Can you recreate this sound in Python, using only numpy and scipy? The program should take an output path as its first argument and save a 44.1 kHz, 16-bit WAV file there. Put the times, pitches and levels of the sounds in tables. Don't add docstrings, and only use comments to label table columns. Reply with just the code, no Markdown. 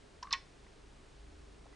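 import sys
import numpy as np
from scipy import signal
from scipy.fft import rfft, irfft, next_fast_len
from scipy.io import wavfile

SR = 44100
rng = np.random.default_rng(int(sys.argv[2]) if len(sys.argv) > 2 else 0)


def how_loud(loudness_db):
    steps = np.asarray(loudness_db, float) / 20
    return 10 ** steps


def transcribe(signal):
    frames = np.atleast_2d(signal).T
    limited = np.clip(frames, -1, 1)
    pcm = np.round(limited * 32767).astype(np.int16)
    wavfile.write(sys.argv[1], SR, pcm)


N = 77175
OPPOSITE = np.array([[1], [-1]])


def unit(x):
    return x / np.sqrt(np.mean(x ** 2) + 1e-20)


def along(points, hz):
    f, value = np.transpose(points)
    return np.interp(np.log(hz + 1), np.log(f + 1), value)


def near(hz, centre_hz, octaves):
    return np.exp(-.5 * (np.log2((hz + 1) / centre_hz) / octaves) ** 2)


def filtered(x, response):
    m = next_fast_len(x.shape[-1] + SR // 4)
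    hz = np.fft.rfftfreq(m, 1 / SR)
    return irfft(rfft(x, m) * response(hz), m)[..., :x.shape[-1]]


def band(hz, width_hz):
    noise = rng.standard_normal(N)
    return unit(filtered(noise, lambda f: np.exp(-.5 * ((f - hz) / width_hz) ** 2)))


def ring(t, hz, t60, rise_s):
    roughness, rough_hz = .2, 60
    shake = filtered(rng.standard_normal((2, len(t))), lambda f: near(f, rough_hz, 1.09))
    size, turn = roughness * unit(shake)
    envelope = how_loud(-60 * t / t60) * (1 - np.exp(-t / rise_s)) ** 2
    return np.sin(2 * np.pi * hz * t + turn) * (1 + size) * envelope


# frequency in Hz, level in dB, noise width in Hz, noise share as a ratio.
ENGINE_ORDERS = [(25, -65, 2, .35), (50, -62, 6, .9), (75, -67, 9, 1.3), (132, -76, 8, 2)]
# frequency in Hz, level in dB, width in Hz.
ENGINE_DRONE = [(296, -74.5, 15.4), (404, -72, 21)]
# time in seconds, throb level in dB, drone level in dB.
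ENGINE_SWELL = [
    (0, -1.5, 3.5),
    (.3, 0, -6.5),
    (.6, -3.5, -2.5),
    (.85, -0.5, -0.5),
    (1.1, 1, -1),
    (1.4, 2.5, 1.5),
    (1.75, 0.5, 3.5),
]


def engine():
    s, *levels = np.transpose(ENGINE_SWELL)
    t = np.arange(N) / SR
    throb, hum = [how_loud(np.interp(t, s, db - db.mean())) for db in levels]
    orders = []
    for hz, db, width_hz, noise_share in ENGINE_ORDERS:
        tone = np.sin(2 * np.pi * hz * t)
        orders.append(how_loud(db) * unit(tone + noise_share * band(hz, width_hz)))
    idle, *swelling = orders
    drone = 0
    for hz, db, width_hz in ENGINE_DRONE:
        drone = drone + how_loud(db) * (band(hz, width_hz) + 0.91 * band(hz, width_hz) * OPPOSITE)
    return idle + throb * sum(swelling) + hum * drone


# frequency in Hz, density in dB per Hz.
AIR_SHARED = [(60, -23), (100, -2.5), (140, -4.5), (450, -8), (600, -11.5), (4500, -21), (9900, -28.5),
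              (10400, -27)]
# frequency in Hz, density in dB per Hz.
AIR_DIFFERENCE = [(35, -36), (60, -16.5), (168, 0.5), (283, -9), (314, -6.5), (531, -3), (712, -3),
                  (5110, -24.5), (9000, -46), (11700, -84), (19800, -120)]


def air():
    shared_db, difference_db = -62, -68
    mid = unit(filtered(rng.standard_normal(N), lambda f: how_loud(along(AIR_SHARED, f))))
    side = unit(filtered(rng.standard_normal(N), lambda f: how_loud(along(AIR_DIFFERENCE, f))))
    return how_loud(shared_db) * mid + how_loud(difference_db) * side * OPPOSITE


# start in seconds, peak in dB, frequency in Hz, t60 in seconds.
HOLLOW_PUSHES = [(.2258, -38, 1000, .1), (.2425, -45, 1040, .4), (.2515, -43, 1100, .035),
                 (.2630, -53, 1100, .1), (.2720, -43.5, 1140, .03), (.2795, -51, 1100, .12),
                 (.3082, -41, 1140, .5), (.3266, -32, 1010, .06), (.3334, -34, 1088, .11),
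                 (.664, -61, 1000, .02), (1.6578, -50, 650, .009), (1.6655, -51, 850, .01),
                 (1.669, -59, 1450, .012), (1.727, -57, 1100, .012), (1.731, -61, 2000, .09)]


def hollow():
    rise_s, damp_s = .0011, .0012
    out, t = np.zeros(N + SR), np.arange(SR // 4) / SR
    gaps_s = np.diff([row[0] for row in HOLLOW_PUSHES], append=N / SR + 1)
    for (s, db, hz, t60), gap_s in zip(HOLLOW_PUSHES, gaps_s):
        until_next = (1 - np.tanh((t - gap_s + damp_s) / damp_s)) / 2
        note = ring(t, hz, t60, rise_s) * until_next
        out[round(s * SR):][:len(t)] += how_loud(db) * note / np.abs(note).max()
    return out[:N]


# start in seconds, # peak in dB, centre frequency in Hz, decay in cycles, spray level in dB relative to the
DROP_CONTACTS = [(0.2265, -49, 5400, 3, -5), (.2270, -46, 2840, 1.7, -4.5), (0.2293, -34, 5040, 3.3, -22),
                 (0.231, -43, 5470, 22, -18), (0.233, -45, 1590, 3.2, -5), (.2420, -71, 5400, 9, -8),
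                 (0.2708, -45.5, 1680, 1.8, -8.5), (.2920, -52, 1530, 1.3, -6),
                 (.3075, -44.5, 4320, 6.7, -2), (0.3101, -40, 2960, 2.1, -13), (.3130, -47, 1630, 6, -10),
                 (.3210, -37, 3840, 3.2, -4), (0.3246, -47, 10600, 2, -31), (0.3274, -17, 5310, 5.7, -15.5),
                 (0.329, -23.5, 3830, 1.9, -16), (0.331, -23.5, 3930, 3, -19),
                 (0.3344, -30.5, 4270, 5.1, -7), (0.3354, -26.5, 2440, 4, -12.5),
                 (0.339, -31, 2780, 2.6, -19), (0.3394, -33.5, 1880, 2.2, -13),
                 (.3462, -33.5, 2460, 1.5, -7), (.3280, -48.5, 924, 32, -30), (.666, -55, 1940, 3, -10),
                 (0.2718, -54, 3780, 3, -15)]


def taps():
    rise_cycles, spray_t60, spray_octaves = 1.4, .04, .33
    out, t = np.zeros(N + SR), np.arange(SR // 6) / SR
    for s, db, hz, cycles, spray_db in DROP_CONTACTS:
        rise = (1 - np.exp(-t * hz / rise_cycles)) ** 2
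        click = np.sin(2 * np.pi * hz * t) * how_loud(-20 * t * hz / cycles) * rise
        spray = unit(filtered(rng.standard_normal(len(t)), lambda f: near(f, hz, spray_octaves)))
        spray = rise * spray * how_loud(spray_db - 60 * t / spray_t60)
        out[round(s * SR):][:len(t)] += how_loud(db) * (click / np.abs(click).max() + spray)
    return out[:N]


# frequency in Hz, level in dB, t60 in seconds.
CRUST_MODES = [(1465, -11, .12), (1640, -11, .1), (1786, -10, .09), (1892, 0, .085), (2160, -10, .08),
               (2272, -10, .12), (2555, -4, .05), (2944, -4, .05), (3064, -2, .06), (3517, -3, .065),
               (3990, -6, .05), (4141, -4, .065), (4362, -7, .08), (5200, -7, .045)]
# start in seconds, level in dB, centre frequency in Hz.
CRUST_BLOWS = [
    (.2290, -53.5, 5030),
    (.2710, -64, 1680),
    (.3080, -47.5, 3600),
    (0.313, -44.5, 1700),
    (0.3284, -30.5, 4060),
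    (.3360, -32, 1960),
]


def crust():
    rise_s, reach_octaves = .0006, .5
    out, t = np.zeros(N + SR), np.arange(SR // 6) / SR
    for s, db, centre_hz in CRUST_BLOWS:
        ringing = np.zeros(len(t))
        for hz, level_db, t60 in CRUST_MODES:
            share = how_loud(level_db) * near(hz, centre_hz, reach_octaves)
            ringing += share * ring(t, hz, t60, rise_s)
        out[round(s * SR):][:len(t)] += how_loud(db) * ringing
    return out[:N]


# frequency in Hz, t60 in seconds.
YARD_DECAY = [(800, 0.16), (1500, 0.36), (2500, 0.32), (5500, 0.27), (9000, 0.1)]


def yard(x):
    delay = 150
    hz, t, z = signal.stft(rng.standard_normal((2, SR // 3)), SR, nperseg=128)
    decay = how_loud(-60 * t / along(YARD_DECAY, hz)[:, None])
    tail = signal.istft(z * decay, SR, nperseg=128)[1]
    tail = tail[0] + 0.36 * tail[1] * OPPOSITE
    tail = tail / np.linalg.norm(tail[0])
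    return signal.fftconvolve(np.pad(x, (delay, 0))[None], tail, axes=1)[:, :N]


def scene():
    yard_db, lag_s = -19, 2.5e-6
    background = engine() + air()
    drops = hollow() + taps() + crust()
    near_pair = filtered(drops, lambda hz: np.exp(2j * np.pi * hz * lag_s * OPPOSITE))
    return near_pair * how_loud([[-.3], [.3]]) + how_loud(yard_db) * yard(drops) + background


def top_cut(x):
    return signal.sosfilt(signal.butter(12, 10270, fs=SR, output="sos"), x)


def record(dry):
    top_hz = 10150
    mix = filtered(dry, lambda hz: 1 / (1 + (hz / top_hz) ** 60))
    return top_cut(mix)


dry = scene()
out = record(dry)
transcribe(out)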